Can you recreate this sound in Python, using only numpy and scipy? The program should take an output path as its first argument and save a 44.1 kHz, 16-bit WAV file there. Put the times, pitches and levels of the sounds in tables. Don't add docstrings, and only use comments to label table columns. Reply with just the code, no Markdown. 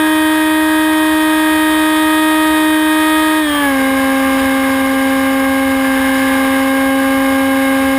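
import sys
import numpy as np
from scipy import signal
from scipy.fft import rfft, irfft, next_fast_len
from scipy.io import wavfile
from scipy.ndimage import uniform_filter1d

SR = 44100
rng = np.random.default_rng(int(sys.argv[2]) if len(sys.argv) > 2 else 0)


def bounce(signal):
    frames = np.transpose(np.atleast_2d(signal))
    limited = np.clip(frames, -1, 1)
    pcm = np.round(limited * 32767).astype(np.int16)
    wavfile.write(sys.argv[1], SR, pcm)


def rack_gain(trim_db):
    fader = np.asarray(trim_db, float)
    return 10 ** (fader / 20)


N = 351918

SETTING_HZ = (311, 301.5, 291.5, 283, 269)
# time_s, blade_rate_gained_hz
AIRSPEED = [(0, -.2), (.6, .3), (1.05, .3), (1.8, -.45), (2.4, .4), (2.8, -1.35), (3.18, .35), (3.36, -.4),
            (3.8, -.4), (3.93, .3), (4.5, -.3), (5.05, -.3), (5.65, .6), (5.9, -1.5), (6.3, -1.25),
            (6.85, .9), (7.3, 1), (7.98, .6)]


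def curves(table):
    time_s, *columns = np.transpose(table)
    return [np.interp(np.arange(N) / SR, time_s, column) for column in columns]


def walk(rate_hz):
    hold = int(SR / rate_hz)
    held = np.repeat(rng.standard_normal(N // hold + 1), hold)
    return 1.33 * uniform_filter1d(uniform_filter1d(held, hold), hold)[:N]


def tint(power):
    size = next_fast_len(N)
    hz = np.maximum(np.arange(size // 2 + 1) * SR / size, 1)
    spectrum = rfft(rng.standard_normal(size)) * np.sqrt(power(hz) * SR / 2)
    return irfft(spectrum, size)[:N]


def blade_rate():
    # start_s, length_s, blade_rate_lost_hz
    stick = [
        (3.37, .066, 21.1),
        (3.543, .145, 23.9),
        (3.78, .07, -1.3),
    ]
    full_hz, lag_s = 311.9, 0.0295
    t = np.arange(N) / SR
    lost = sum(hz * np.clip((t - start) / length, 0, 1) for start, length, hz in stick)
    keep = np.exp(-1 / (lag_s * SR))
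    lost = signal.lfilter([(1 - keep) ** 2], [1, -2 * keep, keep ** 2], lost)
    return full_hz - lost + curves(AIRSPEED)[0]


def propeller(hz, turn, high, inflow_db):
    stack = [(-13, -14.5, -16, -14.6, -14), (-24.5, -25.5, -24.5, -23.5, -21),
             (-22, -35, -28.5, -19, -25.5), (-24.8, -38, -22, -24.5, -27), (-31, -41, -37, -38, -48),
             (-22.5, -24, -25, -16.5, -24.5), (-42.5, -40, -44, -38, -45.5), (-31, -38, -39, -29, -28),
             (-44, -54, -44, -40, -62), (-32, -37, -33, -34, -44.5), (-31.5, -27.5, -27, -33, -36),
             (-34, -33, -38, -38, -44), (-44.5, -38, -48, -52, -55), (-50, -48, -49, -49, -43.5),
             (-46.5, -60, -55, -55, -57), (-51, -49, -55, -66, -58), (-57, -67, -59, -52, -58),
             (-58, -55, -55, -64, -51)]
    inflow_shares = (-.05, 0.12, 0.24, 1, -0.65, 0.2, 1.1, .2, 0.99, .1, 0.18, 0.56, 0.61, .9, 0.12, .4, .3,
                     .3)
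    load_gains = (0, -0.8, -0.4, 0, 0, 0, 2, 0.6, 0, 0.6, 0.2, 3, -2, 1, 0, -1, -2, 1)
    drift = walk(2.6)
    turn = turn + 0.013 * walk(18)
    buffet_db = 0.11 * walk(30)
    lead = 1.6 - 3.2 * high
    load_hz = -curves(AIRSPEED)[0]
    spread = 0.351 * (0.086 + 0.909 * high)
    out = 0
    for k, (setting_db, share, db_per_hz) in enumerate(zip(stack, inflow_shares, load_gains), 1):
        db = np.interp(hz, SETTING_HZ[::-1], setting_db[::-1]) + 0.08 * k + 0.3 * drift
        db = db + share * inflow_db + db_per_hz * load_hz
        db = db + min(0.084 * k, 1.1) * walk(22) + buffet_db
        late = spread * np.clip(k - 4, 0, 8) ** 2
        out = out + np.sqrt(2) * rack_gain(db) * np.cos(k * turn + (k > 1) * lead - late)
    return out


def bearings(turn, high):
    # multiple_of_blade_rate, high_throttle_db, cruise_db
    ball_lines = [(1.21, -47.5, -63), (2.21, -49.5, -52), (3.142, -43, -43), (3.21, -59, -63),
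                  (3.42, -37.5, -51), (3.727, -47.5, -46), (3.878, -43.5, -35.5), (4.163, -43, -37),
                  (4.42, -47.5, -33), (5.164, -34, -44), (5.266, -30.5, -49), (5.42, -45.5, -60)]
    out = 0
    for k, top_db, low_db in ball_lines:
        db = low_db + high * (top_db - low_db) + 2.3 * walk(9)
        slip = 0.79 * walk(11) + 0.1 * k * walk(45)
        out = out + np.sqrt(2) * rack_gain(db) * np.cos(k * turn + slip)
    return out


def whistle():
    # time_s, pitch_hz, level_db
    edge_tone = [(5.2, 805, -55), (5.45, 776, -38), (5.78, 832, -46), (5.88, 862, -35), (6.2, 860, -36),
                 (6.37, 840, -30), (6.5, 825, -45), (7.1, 748, -42), (7.45, 775, -43)]
    hz, db = curves(edge_tone)
    cycle = 2 * np.pi * np.cumsum(hz) / SR + 0.44 * walk(14)
    octave_db = 7.0 - 5.4 * np.clip((862 - hz) / 40, 0, 1)
    started = np.arange(N) > edge_tone[0][0] * SR
    level = np.sqrt(2) * rack_gain(db + 1.3 * walk(8.1))
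    return started * level * (np.cos(cycle) + rack_gain(octave_db) * np.cos(2 * cycle))


def slipstream(column, rings, turn, chop_db):
    # frequency_hz, high_throttle_db_per_hz, cruise_db_per_hz
    hiss_colour = [(20, -87, -85), (44.7, -69, -57.5), (135, -66, -65), (590, -64.5, -63.5),
                   (945, -61, -58.5), (1190, -55, -55), (1433, -66, -62.5), (1600, -57, -55),
                   (2230, -60.5, -60), (2900, -66, -64.5), (3280, -70, -64.5), (4170, -70, -74),
                   (5580, -71.5, -69), (6130, -83, -83)]
    columns = np.transpose(hiss_colour)
    log_hz, hiss_db = np.log(columns[0]), columns[column]

    def broad(hz):
        return rack_gain(2 * np.interp(np.log(hz), log_hz, hiss_db))

    def upper(hz):
        return 1 / (1 + (2300 / hz) ** 6)

    def modes(hz):
        return sum(rack_gain(2 * peak_db) / (1 + (2 * (hz - f) / width) ** 2) ** 2 for f, width, peak_db in rings)

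    chop = rack_gain(chop_db * (0.5 * np.sin(turn) - np.cos(2 * turn)))
    low_hiss = tint(lambda hz: broad(hz) * (1 - upper(hz))) * rack_gain(0.35 * np.cos(turn))
    high_hiss = tint(lambda hz: broad(hz) * upper(hz)) * chop
    ring = tint(modes) * rack_gain(0.78 * walk(4.6))
    swell_db = 0.25 * walk(3) + 0.43 * walk(40)
    return (low_hiss + high_hiss + ring) * rack_gain(swell_db)


def scene():
    # time_s, level_db
    inflow = [(0, -3), (1.3, -1), (1.6, 0.5), (2.44, 3.5), (2.8, -4.5), (3.0, 2.5), (3.2, 4.5), (3.4, 1.5),
              (4.1, 1), (5.3, -1), (5.55, 1.5), (5.8, -3), (6.05, 0), (6.25, -1), (6.5, 1), (7.45, -1),
              (7.98, 0)]
    # frequency_hz, width_hz, peak_db_per_hz
    rings_high = [(70.6, 34, -55), (375, 32, -59), (490, 38, -63.5), (790, 64, -56), (1016, 50, -54.5),
                  (1630, 150, -52), (1957, 87, -54.5), (2310, 40, -68), (3130, 230, -63.5),
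                  (3660, 420, -63), (5330, 32, -63)]
    # frequency_hz, width_hz, peak_db_per_hz
    rings_cruise = [(79.5, 35, -52), (236, 58, -55.5), (344, 9.1, -54), (372, 14, -74), (455.5, 30, -52.5),
                    (630, 65, -58), (1030, 70, -51.5), (1547, 68, -52), (1685, 107, -50),
                    (2103, 300, -55.5), (2376, 47, -57.5), (2640, 40, -58), (3150, 170, -66),
                    (3730, 560, -63), (4840, 130, -64.5), (5360, 210, -67.5), (5870, 25, -72)]
    hz = blade_rate()
    inflow_db = curves(inflow)[0]
    turn = 2 * np.pi * np.cumsum(hz) / SR
    high = np.clip((hz - SETTING_HZ[-1]) / (SETTING_HZ[0] - SETTING_HZ[-1]), 0, 1)
    tones = propeller(hz, turn, high, inflow_db)
    air = np.sqrt(high) * slipstream(1, rings_high, turn, chop_db=1.5)
    air = air + np.sqrt(1 - high) * slipstream(2, rings_cruise, turn, chop_db=1.0)
    air = air * rack_gain(0.14 * inflow_db - 0.49 * curves(AIRSPEED)[0])
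    sag_db_per_hz_s = 0.014
    sag = rack_gain(sag_db_per_hz_s * high * np.minimum(np.gradient(hz) * SR, 0))
    return (tones + sag * (air + bearings(turn, high)) + whistle())[None]


def band_limit(x):
    return signal.sosfilt(signal.butter(12, 16090, fs=SR, output="sos"), x)


def record(dry):
    capsule = np.tanh(0.75 * dry) / 0.75
    guard = signal.butter(6, 5800, fs=SR, output="sos")
    capsule = signal.sosfilt(guard, capsule)
    slow = signal.resample_poly(capsule, 40, 147, axis=1, window=("kaiser", 3))
    held = np.repeat(slow, 4, axis=1)
    held = signal.resample_poly(held, 147, 160, axis=1)[:, :N]
    top_cut = signal.ellip(14, 0.3, 80, 15265, fs=SR, output="sos")
    held = signal.sosfilt(top_cut, held)
    return band_limit(held)


dry = scene()
out = record(dry)
bounce(out)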